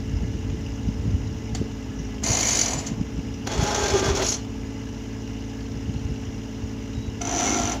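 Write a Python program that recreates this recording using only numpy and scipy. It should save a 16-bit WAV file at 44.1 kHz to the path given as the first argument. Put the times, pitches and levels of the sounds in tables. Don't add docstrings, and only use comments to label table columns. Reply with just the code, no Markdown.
import sys
import numpy as np
from scipy import signal
from scipy.fft import rfft, irfft, next_fast_len
from scipy.io import wavfile
from scipy.ndimage import uniform_filter1d, map_coordinates

SR = 44100
rng = np.random.default_rng(int(sys.argv[2]) if len(sys.argv) > 2 else 0)


def nominal_scale(level):
    x = np.asarray(level, float) / 20
    return 10 ** x


def dump_mix(stems):
    frames = np.atleast_2d(stems).T
    limited = np.clip(frames, -1, 1)
    pcm = np.round(limited * 32767).astype(np.int16)
    wavfile.write(sys.argv[1], SR, pcm)


N = 343980


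def noise():
    return rng.standard_normal(N)


def unit(x):
    return x / np.sqrt(np.mean(x ** 2) + 1e-20)


def along(points, hz):
    f, v = np.transpose(points)
    return np.interp(np.log(hz + 1), np.log(f + 1), v)


def curves(rows):
    s, *cols = np.transpose(rows)
    t = np.arange(N) / SR
    gate = uniform_filter1d(1. * (t > s[0]) * (t < s[-1]), size=300)
    return [np.interp(t, s, c) for c in cols] + [gate]


def wobble(rate):
    at = np.arange(0, N + 32, 32)
    knots = rng.standard_normal(int(N * rate / SR) + 4)
    return np.interp(np.arange(N), at, map_coordinates(knots, [at * rate / SR]))


def filtered(x, response):
    m = next_fast_len(len(x) + 8192)
    return irfft(rfft(x, m) * response(np.fft.rfftfreq(m, 1 / SR)), m)[:len(x)]


def modes(peaks, f):
    total = 0
    for k, (c, w, db) in enumerate(peaks):
        total = total + (-1) ** k * nominal_scale(db) * 1j * f * w / (c * c - f * f + 1j * f * w + 1e-9)
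    return total


def lifted(peaks, f):
    return nominal_scale(sum(db / (1 + (2 * (f - c) / w) ** 2) for c, w, db in peaks))


def patchy(x, depth_db):
    z = signal.stft(x, nperseg=256)[2]
    field = uniform_filter1d(rng.standard_normal(z.shape), size=4, axis=0)
    field = uniform_filter1d(field, size=7, axis=1)
    return signal.istft(z * nominal_scale(depth_db * unit(field)), nperseg=256)[1][:N]


def bursts(slips, t60):
    hits, t = np.zeros(N), np.arange(4000) / SR
    for s, db in slips:
        hits[round(s * SR)] = nominal_scale(db)
    return signal.fftconvolve(hits, nominal_scale(-60 * t / t60) * (1 - np.exp(-t / 0.0018)))[:N]


def rings(slips, sheet, t60, vary=1):
    out, t = np.zeros(N + SR), np.arange(3000) / SR
    hz, _, level = np.transpose(sheet)[:, :, None]
    chance = vary * rng.standard_normal((len(slips), 3, len(sheet), 1))
    shape = nominal_scale(-60 * t / t60) * (1 - np.exp(-t / 0.0015)) ** 2
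    spread = .35 * vary * np.arange(len(sheet))[:, None] ** 2
    for (s, db), (size, tune, phase) in zip(slips, chance):
        turn = 2 * np.pi * hz * (1 + .003 * tune) * (t - .0025)
        ring = nominal_scale(level + size) * np.sin(turn + .45 * phase + spread)
        struck = shape * ring.sum(axis=0)
        out[round(s * SR):][:len(t)] += nominal_scale(db) * struck / abs(struck).max()
    return out[:N]


def wind():
    # t/s, level/dB
    gusts = [(0.0, -22), (0.03, -35), (0.4, -32), (0.8, -36), (1.15, -29), (1.3, -34.5), (1.8, -40.5),
             (2.2, -37), (2.9, -38), (3.3, -37.5), (3.7, -36), (4.2, -35.5), (5.5, -46), (5.7, -36),
             (6.1, -39.5), (6.55, -42), (7.2, -40), (7.8, -36.5)]
    # f/Hz, density/dB per Hz
    buffet = [(12, -56), (20, -31), (34, 10), (65, 8.5), (274, -9.5), (404, -21), (441, -20), (468, -21.5),
              (700, -35.5), (910, -49), (1540, -120)]
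    # t/s, peak level/dB, f/Hz
    thumps = [(0.132, -15, 94), (0.155, -14, 67.3), (0.225, -13.5, 150), (0.497, -15.5, 95.5),
              (0.879, -10, 181), (0.984, -16, 91.5), (1.072, -13.5, 136), (1.141, -11, 84.5),
              (1.524, -19.5, 128), (1.595, -12, 126), (1.992, -20.5, 129), (2.299, -16, 111),
              (2.769, -14.5, 121), (2.909, -13, 183), (3.004, -10, 182), (3.18, -14, 198),
              (3.584, -12, 116), (3.62, -10, 152), (3.933, -16, 95), (4.075, -10.5, 107),
              (4.102, -11.5, 65.4), (5.887, -15.5, 136), (5.955, -19, 102), (6.048, -18, 86.1),
              (6.11, -15, 109), (6.281, -20, 61.6), (6.63, -16, 75.4), (6.971, -20, 113), (7.081, -20, 72),
              (3.834, -19, 80), (0.536, -17, 260)]
    swell_db, swell_s = -17, 0.022
    gust_db, _ = curves(gusts)
    t = np.arange(0, N, 64) / SR
    swell = sum(nominal_scale(2 * (db + swell_db)) * np.exp(-((t - s) / swell_s) ** 2) for s, db, _ in thumps)
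    strength = np.sqrt(nominal_scale(2 * gust_db) + np.interp(np.arange(N) / SR, t, swell))
    rumble = filtered(noise(), lambda f: nominal_scale(along(buffet, f)))
    power = uniform_filter1d(uniform_filter1d(rumble ** 2, size=1500), size=1500)
    even = rumble / np.sqrt(abs(power) + 1e-9)
    even = filtered(even, lambda f: f ** 6 / (f ** 6 + 46. ** 6))
    out = strength * nominal_scale(1.5 + 1.7 * wobble(25)) * unit(even)
    for s, db, hz in thumps:
        u = np.linspace(-2, 2, round(4 * SR / hz))
        start = round((s + .0105) * SR) - len(u) // 2
        out[start:start + len(u)] += nominal_scale(db - 3.5) * np.sin(2 * np.pi * u) * np.exp(-(u / 0.62) ** 2)
    return out


def bird():
    # t/s, f/Hz, level/dB
    whistle = [(6.935, 3760, -68), (6.955, 3830, -54), (6.99, 3830, -56), (7.01, 3870, -62),
               (7.03, 3892, -53), (7.07, 3885, -57), (7.11, 3885, -62), (7.135, 3970, -66)]
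    # t/s, f/Hz, level/dB
    chirps = [
        (5.657, 4300, -51),
        (5.978, 4300, -50),
    ]
    hz, db, gate = curves(whistle)
    t = np.arange(N) / SR
    short = np.zeros(N)
    for s, chirp_hz, level in chirps:
        u = t - s
        short += nominal_scale(level) * np.exp(-(u / .006) ** 2) * np.sin(2 * np.pi * chirp_hz * u * (1 - 3 * u))
    phase = 2 * np.pi * np.cumsum(hz) / SR + .4 * wobble(50)
    return gate * nominal_scale(db + 3.0 + wobble(60)) * np.sin(phase) + short


def turns():
    # t/s, four-stroke cycles/Hz
    speed = [(0, 18.11), (1.7, 18.11), (2.08, 17.6), (2.72, 17.48), (2.86, 18.1), (3.0, 18.36), (3.2, 18.1),
             (3.65, 18.11), (4.1, 18.0), (4.35, 18.115), (7.8, 18.11)]
    return np.cumsum(curves(speed)[0]) / SR


def engine():
    # multiple of the engine cycle, level/dB
    exhaust = [(1, -30), (2, -29), (3, 1), (4, -26), (5, -18), (6, -0.5), (7, -17), (8, -21), (9, -30),
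               (10, -14.5), (11, -28), (12, -2), (13, -4.5), (14, -19.5), (15, 0), (17, -12.5), (18, -18.5),
               (20, -27), (22, -33), (24, -8), (25, -15.5), (26, -29), (27, -20), (28, -34), (29, -28.5),
               (30, -37), (31, -25.5), (32, -21), (33, -47), (34, -43)]
    # f/Hz, density/dB per Hz
    block = [(60, -12), (150, -13.5), (250, -10.5), (400, -7), (560, -14.5), (900, -15), (1150, -21.5),
             (2400, -25), (3500, -27.5), (4500, -30), (5800, -24), (6900, -26), (8300, -46.5), (15600, -51)]
    # f/Hz, width/Hz, level/dB
    panels = [(231, 16, 8), (447, 47, -20.5), (842, 17, 7), (1694, 56, 6.5), (2015, 46, 7.5), (2170, 33, 6),
              (2860, 430, 7.5), (5150, 230, 7), (5810, 200, 5), (6270, 200, 0.5), (6730, 150, 3)]
    cylinders = [0, -3, -2.5]
    cycle = turns() + .0015 * wobble(2)
    tones = np.zeros(N)
    for k, db in exhaust:
        sway = nominal_scale(.9 * wobble(5))
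        phase = 2 * np.pi * (k * cycle + rng.random()) + 0.5 * wobble(7.3)
        tones += nominal_scale(db) * sway * np.sin(phase)
    firing = 3 * cycle + 3
    count = firing.astype(int)
    since = firing % 1
    uneven = 1.2 * rng.standard_normal(count.max() + 1)[count]
    strength = nominal_scale(np.array(cylinders)[count % 3] + uneven)
    knock = strength * (1 - np.exp(-7 * since)) * np.exp(-2.5 * since)
    steps = round(SR / 18.105)
    habit = rng.standard_normal(steps + 1)[(cycle % 1 * steps).astype(int)]
    habit = filtered(habit, lambda f: 1 / (1 + (f / 4000) ** 4))
    mix = noise() + 1.3 * habit
    colour = lambda f: nominal_scale(along(block, f)) * lifted(panels, f)
    above = lambda f: colour(f) * f ** 2 / (f ** 2 + 1500.0 ** 2)
    roar = unit(filtered(noise() + .6 * np.roll(habit, 700), colour))
    clatter = unit(filtered(unit(knock * mix), above))
    out = nominal_scale(-32.0) * unit(tones)
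    out += nominal_scale(-44.0) * patchy(roar, depth_db=1.0)
    return out + nominal_scale(-54.5) * patchy(clatter, depth_db=4.5)


def tappet():
    s = np.interp(np.arange(.22, turns()[-1] - 1, 2 / 3), turns(), np.arange(N) / SR)
    fits = 3.2 * wobble(6)[(s * SR).astype(int)] + 2.5 * rng.standard_normal(len(s))
    return rings(np.transpose([s, fits - 49]), [(2720, 0, -3), (2880, 0, 0), (3050, 0, -4)], t60=.045)


def yard(x):
    # f/Hz, t60/s
    decay = [(300, 0.24), (3000, 0.34), (10000, 0.019)]
    hz, t, z = signal.stft(rng.standard_normal(SR // 2), SR, nperseg=256)
    tail = signal.istft(z * nominal_scale(-60 * t / along(decay, hz)[:, None]), SR, nperseg=256)[1]
    return signal.fftconvolve(np.pad(x, (800, 0)), tail / np.linalg.norm(tail))[:N]


def snaps():
    # t/s, peak level/dB, low part/dB
    flakes = [(3.4695, -39, 11), (3.6354, -34.5, 2), (3.7461, -40, 3), (3.838, -41, 6), (3.8819, -41, 3),
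              (4.0595, -44, 2), (4.1518, -46, 6), (4.1687, -43, 10), (4.2205, -38, 14), (4.255, -42, -1),
              (4.2627, -41, -3)]
    high = bursts([(s, db) for s, db, _ in flakes], .02)
    low = bursts([(s, db + low_db) for s, db, low_db in flakes], 0.035)
    top = filtered(high * noise(), lambda f: nominal_scale(7.5) / (1 + (8500 / (f + 1)) ** 6))
    return top + filtered(low * noise(), lambda f: nominal_scale(13.0) * f / (f + 900) / (1 + (f / 6000) ** 6))


def creep():
    # f/Hz, width/Hz, level/dB
    tick_modes = [(5600, 0, -8), (5800, 0, -3), (6200, 0, -5)]
    s = np.arange(1.96, 2, 0.028)
    db = np.interp(s, (1.96, 2), (-47, -35)) + 2.0 * rng.standard_normal(40)[:len(s)]
    return rings(np.transpose([s, db]), tick_modes, t60=0.098)


def jolt():
    # t/s, peak level/dB
    tug = [
        (1.5475, -21.5),
    ]
    # f/Hz, width/Hz, level/dB
    tug_modes = [(750, 88, 0), (2080, 31, -5), (4480, 31, -2), (5180, 38, -13), (5930, 34, -1),
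                 (6350, 35, -12), (6800, 34, -2), (7400, 40, -8), (10600, 65, -21)]
    # f/Hz, width/Hz, level/dB
    thud_modes = [(200, 0, -11), (278, 0, 7), (375, 0, 3)]
    dust = lambda f: f / (f + 500) / (1 + (f / 7400) ** 10) + nominal_scale(-25)
    puff = filtered(bursts(tug, 0.17) * noise(), dust)
    thud = rings([(1.614, -16.5), (1.623, -20.5)], thud_modes, t60=0.031)
    return rings(tug, tug_modes, t60=0.036) + nominal_scale(-7.5) * puff + thud


def strained(rows, rough, rate):
    hz, db, gate = curves(rows)
    level = nominal_scale(db + 2.5 + 3.5 * wobble(rate))
    return gate * level * np.sin(2 * np.pi * np.cumsum(hz) / SR + rough * wobble(rate))


def squeal(rows, upper_db, rough):
    hz, db, octave_db, gate = curves(rows)
    phase = 2 * np.pi * np.cumsum(hz) / SR + rough * wobble(60)
    flicker = lambda: nominal_scale(2.7 * wobble(45))
    high = 0.69 * flicker() * np.sin(3 * phase) + flicker() * np.sin(4 * phase)
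    upper = flicker() * np.sin(2 * phase) + nominal_scale(upper_db) * high
    return gate * (nominal_scale(db + 1.5) * flicker() * np.sin(phase) + nominal_scale(octave_db - 4.0) * upper)


def resting(slips):
    rest_s, db_per_s, most_db = .021, 400, 6
    s, t = np.sort([0.] + [s for s, _ in slips]), np.arange(N) / SR
    since = t - s[np.searchsorted(s, t, side="right") - 1]
    return uniform_filter1d(np.clip(db_per_s * (since - rest_s), 0, most_db), size=60)


def drag(rows, slips, sheet, edge, vary, frame, strut, share, strut_db, rub_db, slip_db, crack_db, t60):
    # f/Hz, density/dB per Hz
    rust = [(1760, -66), (3000, -7), (3420, -14), (3820, -10.5), (4290, -7), (4920, -6.5), (6100, -3.5),
            (7000, 0), (8250, -20.5), (8840, -23.5), (10800, -22), (11900, -27.5), (15600, -33)]
    grate_db, groan_db, gate = curves(rows)
    middle_db = share * grate_db + (1 - share) * groan_db + strut_db
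    norm = lambda x: x / np.sqrt(np.mean(x[gate > .5] ** 2))
    jerk = bursts(slips, t60)
    bright = lambda f: nominal_scale(along(rust, f)) * lifted(edge, f)
    rub = unit(filtered(noise(), lambda f: bright(f) * (2.0 + abs(modes(sheet, f)))))
    crack = unit(filtered(noise(), bright))
    effort = gate * nominal_scale(grate_db + rub_db - resting(slips) + 1.0 * wobble(160))
    grate = effort * patchy(rub, depth_db=2.5) + nominal_scale(crack_db) * jerk * crack
    pulse = gate * (4.3 + norm(jerk / nominal_scale(grate_db)))
    body = lambda f: modes(frame, f) + 0.26 * f * f / (f * f + 180.0 ** 2) / (1 + (f / 1400) ** 2)
    bars = lambda f: modes(strut, f) + 0.4 * f * f / (f * f + 1150.0 ** 2) / (1 + (f / 3800) ** 4)
    groan = nominal_scale(groan_db + 2.5) * norm(filtered(pulse * noise(), body))
    middle = nominal_scale(middle_db - 3.0) * norm(filtered(pulse * noise(), bars))
    return grate + nominal_scale(slip_db) * rings(slips, sheet, t60, vary) + groan + middle


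def first_drag():
    # t/s, rubbing effort/dB, load on the frame/dB
    stroke = [
        (2.225, -39, -41),
        (2.237, -22.5, -38.5),
        (2.32, -21, -35),
        (2.545, -17, -36.5),
        (2.605, -19, -39.5),
        (2.72, -26.5, -35),
        (2.861, -31, -44.5),
        (2.873, -28, -45),
        (2.95, -44, -49),
    ]
    # t/s, peak level/dB
    slips = [(2.2355, -17.5), (2.2598, -18), (2.2711, -17), (2.2828, -18), (2.3008, -16), (2.3143, -16),
             (2.3286, -14), (2.3484, -15), (2.3681, -13), (2.387, -17), (2.4057, -15), (2.4265, -15),
             (2.4514, -16), (2.4679, -16), (2.4863, -12), (2.5048, -18), (2.5254, -17), (2.5498, -15),
             (2.5685, -14), (2.5889, -11), (2.6104, -9), (2.6315, -18), (2.6569, -14), (2.6794, -19),
             (2.7048, -21), (2.7314, -19), (2.7877, -26), (2.8643, -23)]
    # f/Hz, width/Hz, level/dB
    sheet = [(4100, 150, -16), (4480, 89, -10), (4850, 60, -16), (6110, 54, -2), (5880, 59, -2.5),
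             (6116, 80, -1), (6480, 60, -8), (6670, 53, -5), (6770, 66, -1.5), (7160, 80, -12),
             (9840, 97, -23.5), (10700, 170, -23.5), (13000, 120, -29)]
    edge = [(9900, 150, 4), (10400, 200, 6), (13000, 200, 6)]
    frame = [(283, 54, -1), (525, 98, -3), (690, 105, -3), (1035, 210, -6)]
    strut = [(1790, 49, -10), (2096, 24, 5), (2440, 53, -7), (2940, 60, -1.5)]
    # t/s, f/Hz, level/dB
    brace = [(2.24, 2130, -48), (2.346, 2090, -43), (2.488, 2310, -40), (2.542, 2230, -45),
             (2.604, 2280, -40), (2.668, 2320, -44), (2.75, 2220, -52)]
    # t/s, f/Hz, level/dB
    rivets = [
        [(2.68, 7880, -61), (2.71, 7780, -52), (2.745, 7780, -56), (2.775, 7900, -53), (2.87, 7700, -62)],
        [(2.72, 7040, -50), (2.79, 7100, -40), (2.83, 7050, -57), (2.92, 7000, -57)],
    ]
    out = drag(stroke, slips, sheet, edge, .7, frame, strut, share=0.67, strut_db=-7.5,
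               rub_db=-9.5, slip_db=1.5, crack_db=-13, t60=0.041)
    out += strained(brace, rough=2.2, rate=140)
    return out + sum(strained(rows, rough=.6, rate=50) for rows in rivets)


def second_drag():
    # t/s, rubbing effort/dB, load on the frame/dB
    stroke = [(3.46, -53, -46), (3.476, -32, -31), (3.486, -39, -41), (3.518, -33.5, -31.5),
              (3.568, -38.5, -35.5), (3.61, -30.5, -32), (4.002, -29.5, -31.5), (4.018, -35, -38),
              (4.03, -34, -20.5),
              (4.031, -28.5, -30), (4.103, -31, -30), (4.127, -37, -34), (4.155, -29, -34),
              (4.215, -32.5, -29.5), (4.293, -23, -42.5), (4.309, -23, -47), (4.321, -27, -40),
              (4.42, -47, -58)]
    # t/s, peak level/dB
    slips = [(3.4711, -26), (3.5165, -30), (3.5327, -29), (3.5538, -35), (3.5768, -30), (3.6096, -31),
             (3.6303, -25), (3.6627, -24), (3.678, -30), (3.7062, -27), (3.7446, -18.5), (3.7588, -22),
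             (3.7788, -26), (3.7907, -28), (3.8045, -25), (3.8189, -29), (3.8355, -20), (3.8577, -20),
             (3.8805, -20), (3.9008, -23), (3.9346, -22), (3.955, -26), (3.967, -25), (3.9782, -25),
             (3.9932, -21), (4.041, -24), (4.0579, -24), (4.0838, -26), (4.0986, -24), (4.1495, -22),
             (4.1707, -20), (4.192, -25), (4.2244, -22), (4.2452, -24), (4.2631, -19), (4.2844, -15),
             (4.319, -18), (4.3394, -20)]
    # f/Hz, width/Hz, level/dB
    sheet = [(4480, 120, -1), (5240, 280, 6), (5770, 330, 9), (6200, 96, 10.5), (6630, 68, 6.5),
             (7000, 71, 3), (9750, 200, -24), (11000, 300, -19)]
    thin_sheet = [(4220, 190, -3), (5400, 59, -16), (6200, 140, -4), (6670, 50, 1), (7900, 79, -17)]
    edge = [(3900, 400, 5.4), (9750, 200, 5), (11200, 200, 5.5)]
    frame = [(380, 72, -4.5), (664, 66, -2.5), (827, 105, -10.5), (1052, 56, -7.5)]
    strut = [(1390, 60, -7), (1580, 46, -3), (2130, 50, -15), (2490, 49, -2.5), (3380, 110, -6),
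             (4400, 100, -5.5)]
    # t/s, f/Hz, level/dB
    beam = [
        [(3.53, 386, -35), (3.58, 396, -32), (3.63, 408.4, -31.5), (3.7, 425.6, -29.5), (3.745, 419.4, -40),
         (3.82, 403, -28.5), (3.88, 403, -32)],
        [(3.88, 400, -35), (3.95, 395, -22), (4.04, 387.2, -30), (4.065, 390, -32), (4.1, 395, -24),
         (4.16, 399, -32), (4.19, 396, -31), (4.26, 390, -35)],
    ]
    # t/s, f/Hz, level/dB
    rails = [
        [(3.56, 832, -49), (3.66, 838, -29), (3.72, 835, -38), (3.8, 828, -31.5), (3.85, 830, -40),
         (3.94, 832, -32), (3.98, 825, -42), (4.05, 830, -39), (4.24, 810, -47)],
        [(3.5, 1560, -48), (3.65, 1582, -45), (3.72, 1580, -47), (3.85, 1580, -39), (3.92, 1600, -43.5),
         (4.06, 1565, -39), (4.12, 1560, -50)],
        [(3.6, 1260, -46), (3.66, 1270, -43), (3.82, 1250, -50), (3.95, 1202, -45), (4.1, 1192, -45),
         (4.35, 1190, -49)],
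    ]
    # t/s, f/Hz, level/dB
    flange = [(4.225, 10300, -58), (4.26, 10700, -53), (4.29, 10900, -50), (4.33, 10850, -52),
              (4.38, 10600, -62)]
    out = drag(stroke, slips, sheet, edge, 1, frame, strut, share=.4, strut_db=-.6,
               rub_db=-4, slip_db=1, crack_db=-10, t60=0.045)
    last_slips = [slip for slip in slips if slip[0] > 4.22]
    out += nominal_scale(-8.5) * rings(last_slips, thin_sheet, t60=0.13)
    out += sum(nominal_scale(-2) * strained(rows, rough=.5, rate=70) for rows in beam)
    out += sum(strained(rows, rough=.7, rate=70) for rows in rails)
    return out + strained(flange, rough=2.5, rate=500)


def third_drag():
    # t/s, rubbing effort/dB, load on the frame/dB
    stroke = [
        (7.205, -54, -54),
        (7.214, -19.5, -41),
        (7.225, -31, -37.5),
        (7.411, -19.5, -30.5),
        (7.729, -24, -33),
        (7.757, -32, -31),
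        (7.8, -37, -48),
    ]
    # t/s, peak level/dB
    slips = [(7.2139, -20), (7.2498, -21.5), (7.2702, -21.5), (7.2911, -21.5), (7.3102, -21), (7.3233, -22),
             (7.3362, -22), (7.3462, -19), (7.3591, -20), (7.3683, -20), (7.3795, -21), (7.3874, -19),
             (7.3964, -19), (7.406, -20), (7.4174, -21), (7.4275, -21), (7.4367, -19), (7.4447, -20),
             (7.4543, -20), (7.4639, -18), (7.4737, -18), (7.4829, -21), (7.492, -18), (7.5017, -20),
             (7.5132, -21), (7.5219, -21), (7.5314, -22), (7.541, -17), (7.5522, -22), (7.5635, -23),
             (7.5713, -21), (7.5848, -21), (7.5964, -21), (7.6146, -22), (7.6321, -20), (7.652, -19),
             (7.6722, -20), (7.6938, -19), (7.717, -20), (7.7252, -27)]
    # f/Hz, width/Hz, level/dB
    sheet = [(2160, 80, -12), (5485, 100, -10), (5730, 89, -4), (6070, 120, 3), (6200, 73, -2),
             (6830, 80, -4), (7200, 73, -12), (10850, 80, -31)]
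    edge = [(8370, 200, 2), (10850, 140, 5.1)]
    frame = [(243.4, 17, 12), (320, 31, 10.5), (390, 54, 2.5), (607, 155, 0), (748, 77, 6),
             (975, 200, -0.5)]
    strut = [(1347, 56, -5), (2130, 45, -3), (2850, 33, -20), (3140, 65, -5), (3580, 25, -17)]
    # t/s, f/Hz, level/dB, octave level/dB
    squeal_rows = [(7.21, 696, -34.5, -44), (7.31, 701, -40, -49), (7.35, 690, -31.5, -48),
                   (7.414, 690, -30, -46), (7.464, 700, -38, -46), (7.554, 700, -39, -46),
                   (7.59, 696, -25.5, -48), (7.67, 693, -33.5, -46), (7.77, 700, -32, -50)]
    # t/s, f/Hz, level/dB
    pin = [(7.21, 2160, -44), (7.235, 2160, -52), (7.26, 2160, -47), (7.35, 2150, -50), (7.45, 2150, -47),
           (7.52, 2170, -41), (7.62, 2150, -50)]
    # t/s, f/Hz, level/dB
    strut_hum = [(7.25, 1400, -52), (7.3, 1390, -50), (7.4, 1374, -51), (7.5, 1338, -42), (7.6, 1362, -46),
                 (7.73, 1360, -51)]
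    out = drag(stroke, np.add(slips, [.001, 0]), sheet, edge, .25, frame, strut, share=.6, strut_db=-6.5,
               rub_db=-15, slip_db=3, crack_db=-19, t60=.028)
    out += squeal(squeal_rows, upper_db=-14, rough=.7)
    return out + strained(pin, rough=.4, rate=60) + strained(strut_hum, rough=.7, rate=70)


def elevator():
    return jolt() + snaps() + creep() + first_drag() + second_drag() + third_drag()


def scene():
    steel = elevator()
    echo = nominal_scale(-15) * yard(steel)
    return (wind() + bird() + engine() + tappet() + steel + echo)[None]


def roll_off(x):
    return signal.sosfilt(signal.butter(12, 15700, fs=SR, output="sos"), x)


def record(dry):
    hiss = nominal_scale(-67) * rng.standard_normal(dry.shape)
    band = lambda f: (f < 15720) * f ** 4 / (f ** 4 + 36. ** 4)
    mix = filtered(dry[0] + hiss[0], band)[None]
    return roll_off(mix)


dry = scene()
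out = record(dry)
dump_mix(out)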